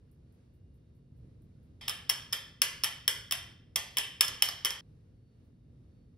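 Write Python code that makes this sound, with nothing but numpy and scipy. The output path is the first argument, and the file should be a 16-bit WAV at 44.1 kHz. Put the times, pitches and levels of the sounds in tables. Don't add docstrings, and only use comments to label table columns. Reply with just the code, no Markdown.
import sys
import numpy as np
from scipy import signal
from scipy.fft import rfft, irfft
from scipy.io import wavfile
from scipy.ndimage import uniform_filter1d

SR = 44100
rng = np.random.default_rng(int(sys.argv[2]) if len(sys.argv) > 2 else 0)


def master(y):
    cut = np.clip(np.atleast_2d(y).T, -1, 1)
    pcm = np.round(cut * 32767)
    wavfile.write(sys.argv[1], SR, pcm.astype(np.int16))


N = 272097


def undb(db):
    return 10 ** (np.asarray(db) / 20)


def on_log(table, hz):
    at, value = np.transpose(table)
    return np.interp(np.log(hz + 1), np.log(at + 1), value)


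def band(x, lo_hz, hi_hz):
    edges = [lo_hz, min(hi_hz, .45 * SR)]
    y = signal.sosfilt(signal.butter(2, edges, "band", fs=SR, output="sos"), x)
    return y / np.std(y)


def fall(t, t60):
    return np.exp(-np.log(1000) * t / t60)


def pair(shared, apart, likeness):
    c = np.clip(likeness, 0, 1)
    mid = np.sqrt((1 + c) / 2) * shared
    side = np.sqrt((1 - c) / 2) * apart
    return np.array([mid + side, mid - side])


def add(out, x, s):
    i = int(s * SR)
    out[..., i:i + x.shape[-1]] += x[..., :N - i]


def walk(rate_hz):
    k = int(SR / rate_hz)
    steps = np.repeat(rng.standard_normal(N // k + 1), k)
    w = uniform_filter1d(steps, k)[:N]
    return w / np.std(w)


def appliance_noise(t):
    # frequency in Hz, relative density in dB per Hz.
    spectrum = [(22, -20.5), (31, -20.5), (45, -5), (90, -0.5), (120, 0), (185, -9.5), (290, -15.5),
                (400, -21.5), (480, -22.5), (800, -39.5), (3000, -48.5), (4400, -49.5), (7300, -56),
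                (11000, -56.5), (16500, -77)]
    # frequency in Hz, share from 0 to 1.
    likeness = [(130, .98), (290, .8), (640, .1), (3000, .1), (7000, .7), (15000, .4)]
    # time in seconds, level in dB.
    uneven_level = [(0.0, -59.5), (0.65, -59.5), (1.15, -56), (2.68, -58.5), (3.06, -55), (3.61, -58.5),
                    (4.18, -58), (5.53, -58.5), (5.72, -54.5), (6.17, -58)]
    hiss_db = -54
    hz = np.fft.rfftfreq(N, 1 / SR)
    shared, apart = rfft(rng.standard_normal((2, N))) * undb(on_log(spectrum, hz))
    both = pair(shared, apart, on_log(likeness, hz))
    low_share = 1 / (1 + (hz / 500) ** 2)
    low = irfft(both * low_share, N)
    high = irfft(both * (1 - low_share), N)
    low_gain = undb(np.interp(t, *np.transpose(uneven_level)) + 1.5 * walk(11))
    high_gain = undb(hiss_db + 1.2 * walk(6))
    return (low * low_gain + high * high_gain) / np.std(low)


def thin_tones(t):
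    # frequency in Hz, rms level in dB before the drift.
    tones = [(242, -75), (2832, -100), (3709, -101)]
    out = 0
    for hz, db in tones:
        level = np.sqrt(2) * undb(db + 2 * walk(4))
        out = out + level * np.sin(2 * np.pi * hz * t)
    return out


def whine(t):
    # time of the peak in seconds, added amplitude in dB.
    swells = [(5.3, -91), (6.0, -91)]
    whine_hz, steady_db, swell_s = 4447, -100, 0.095
    level = undb(steady_db)
    for s, db in swells:
        level = level + undb(db) * np.exp(-((t - s) / swell_s) ** 2)
    return level * np.sin(2 * np.pi * whine_hz * t)


def rumble():
    t = np.arange(N) / SR
    return appliance_noise(t) + thin_tones(t) + whine(t)


def palm(swell_s=0.013):
    # start in seconds, tick level in dB.
    pats = [(0.1146, -63), (0.3244, -70), (0.5384, -75), (0.7424, -74), (0.9504, -77), (1.1664, -77),
            (1.4204, -71), (1.6304, -76), (5.4394, -82.5)]
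    powder_db, powder_per_tick = -62, 0.31
    out = np.zeros((2, N))
    t = np.arange(4096) / SR
    for s, tick_db in pats:
        shared, apart = (band(band(rng.standard_normal(len(t)), 8500, 15000), 8500, 15000) for _ in range(2))
        tick = undb(tick_db) * fall(t, 0.012)
        swell = t / swell_s * np.exp(1 - t / swell_s)
        powder = undb(powder_db + powder_per_tick * tick_db) * swell
        add(out, (tick + powder) * pair(shared, apart, .6), s)
    return out


def clink(ring_db, body_db, treble_db, knock_db, push_s=.0007, scatter_db=1.5, apart_db=-12):
    # frequency in Hz, relative level in dB, t60 in seconds.
    jar_modes = [(294, -15.5, 0.017), (574, -12, 0.015), (885, -11, 0.01), (1172, 0.5, 0.015),
                 (1355, -6.5, 0.018), (1761, -2.5, 0.02), (2034, -9.5, 0.038), (2842, -6, 0.0096),
                 (3022, -7.5, 0.02), (3191, -2, 0.019), (3404, -6, 0.016), (3620, -9.5, 0.012),
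                 (3880, -18, 0.01), (5276, 0, 0.013), (5750, -5, 0.0077), (7930, -6.5, 0.017),
                 (8680, -7, 0.0093), (10100, -25.5, .012), (11090, -8.5, 0.026), (11400, -4, 0.014),
                 (12350, -18, 0.11), (12990, -9.5, 0.011), (14200, -10.5, .012), (15600, -17, .015)]
    part_edges_hz = (2400, 3900, 6200)
    # low edge in Hz, high edge in Hz, level in dB.
    crack_bands = [(460, 5500, 0.5), (2223, 3900, 5.5), (3670, 8360, -5.5), (7450, 21000, 9.5)]
    # modes in dB, crack in dB.
    to_walls = [(0.5, -19.5), (1.5, -22.5), (-4.5, -12.5), (1.5, -15.5)]
    modes_over_crack_db, crack_t60_s = 5.5, .009
    hz, db, t60 = np.array(jar_modes).T[:, :, None]
    part = np.searchsorted(part_edges_hz, hz)
    parts_db = np.array([knock_db, body_db, ring_db, treble_db])
    t = np.arange(2048) / SR

    level_chance, pitch_chance = rng.standard_normal((2,) + hz.shape)
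    phase = rng.uniform(0, 2 * np.pi, hz.shape)
    gain = undb(db + parts_db[part] + modes_over_crack_db + scatter_db * level_chance)
    pitch = hz * (1 + .005 * pitch_chance)
    modes = gain * np.sin(2 * np.pi * pitch * t + phase) * fall(t, t60)

    modes_wall_db, crack_wall_db = np.transpose(to_walls)
    impulse = 1. * (t == 0)
    cracks, clicks = [], 0
    for part_db, (lo, hi, own_db), wall_db in zip(parts_db, crack_bands, crack_wall_db):
        noise = band(rng.standard_normal(len(t)), lo, hi)
        cracks.append(undb(part_db + own_db) * noise * fall(t, crack_t60_s))
        clicks = clicks + undb(part_db + own_db + wall_db) * band(impulse, lo, hi)

    voices = np.vstack([modes, cracks]) * (1 - np.exp(-t / push_s))
    lean = rng.standard_normal((len(voices), 1))
    side = undb(apart_db) * (lean * voices).sum(axis=0)
    direct = voices.sum(axis=0) + np.array([side, -side])
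    walls = (undb(modes_wall_db[part]) * voices[:len(hz)]).sum(axis=0) + clicks
    return direct, walls


def jar():
    # start in seconds, ring level in dB, squareness in dB (0 usual, below 0 glancing).
    blows = [(1.68, -14, 0.5), (1.8794, -26.5, -10.5), (1.882, -32, 11), (1.8953, -25.5, -1),
             (2.0932, -23.5, 1.5), (2.0974, -15.5, 0), (2.326, -24.5, -8), (2.3298, -23.5, 3.5),
             (2.6181, -12, 1), (2.836, -16.5, -3), (2.8429, -20.5, 3), (3.0785, -13, 1.5), (3.3103, -25, 2),
             (3.3226, -20, 2), (3.759, -16, 0.5), (3.9698, -24, 9.5), (3.984, -19, -3), (4.2084, -9, 0),
             (4.2473, -32, -3.5), (4.2812, -23, -7), (4.4223, -10, -1), (4.4545, -36, 4.5),
             (4.4874, -23, -7.5), (4.6481, -19, 3), (4.6556, -19, -5.5), (4.7058, -26, -3)]
    # frequency in Hz, t60 in seconds, relative level in dB.
    kitchen = [(527, 0.76, -31), (977, 0.52, -25.5), (2013, 0.57, -26), (3300, 0.51, -30),
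               (5060, 0.54, -30.5), (7950, .42, -29), (11490, 0.32, -30), (15000, 0.16, -37)]
    # frequency in Hz, share from 0 to 1.
    likeness = [(500, .6), (1000, .5), (2000, .6), (3300, .55), (5300, .8), (8000, .65), (15000, .6)]
    shot_start, shot_end = (1.81, 4.81)
    body_db, treble_db = -8, -5.5
    treble_per_square = .55
    knock_db, knock_per_ring = -25, 0.66
    echo_db, early_db, early_t60_s = -18.5, -0.5, .08
    echo_per_ring = -.1
    echo_per_square = 0.34
    t = np.arange(SR * 3 // 4) / SR
    hiss = [[band(rng.standard_normal(2 * SR), hz / 1.51, hz * 1.006) for _ in range(2)]
            for hz, _, _ in kitchen]
    arrive = 1 - np.exp(-(t / 0.003) ** 2)
    early = undb(early_db) * fall(t, early_t60_s)
    out = np.zeros((2, N))
    for s, ring_db, square_db in blows:
        direct, walls = clink(
            ring_db,
            body_db=ring_db + body_db + square_db,
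            treble_db=ring_db + treble_db + treble_per_square * square_db,
            knock_db=knock_db + knock_per_ring * ring_db)
        blow_echo_db = echo_db + echo_per_ring * ring_db + echo_per_square * square_db
        start = rng.integers(SR)
        echo = 0
        for (shared, apart), (hz, t60, band_db) in zip(hiss, kitchen):
            shape = undb(band_db + blow_echo_db) * arrive * (fall(t, t60) + early)
            tail = pair(shared[start:][:len(t)], apart[start:][:len(t)], on_log(likeness, hz))
            echo = echo + shape * tail
        add(out, direct, s)
        add(out, signal.fftconvolve(echo, walls[None], axes=1), s)
    now = np.arange(N) / SR
    inside = np.minimum(now - shot_start, shot_end - now)
    return out * np.clip(inside / 0.0023, 0, 1)


def scene():
    return jar() + palm() + rumble()


def record(dry):
    # frequency in Hz, lead of the left port in radians.
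    port_lead = [(0, 0), (2070, .1), (2840, 1.4), (3790, .4), (5340, .5), (6890, 3.1), (8180, 3.7),
                 (9730, 5.9), (16500, 12.6)]
    top_hz = 16750
    at, lead = np.transpose(port_lead)
    half = np.interp(np.fft.rfftfreq(N, 1 / SR), at, lead) / 2
    turn = np.exp(1j * np.array([half, -half]))
    ports = irfft(rfft(dry) * turn, N) * undb([[-.2], [.2]])
    rounded = np.tanh(.9 * ports) / .9
    faded = signal.sosfilt(signal.ellip(5, 1, 17, 15700, fs=SR, output="sos"), rounded)
    return signal.sosfilt(signal.ellip(10, .2, 80, top_hz, fs=SR, output="sos"), faded)


dry = scene()
out = record(dry)
master(out)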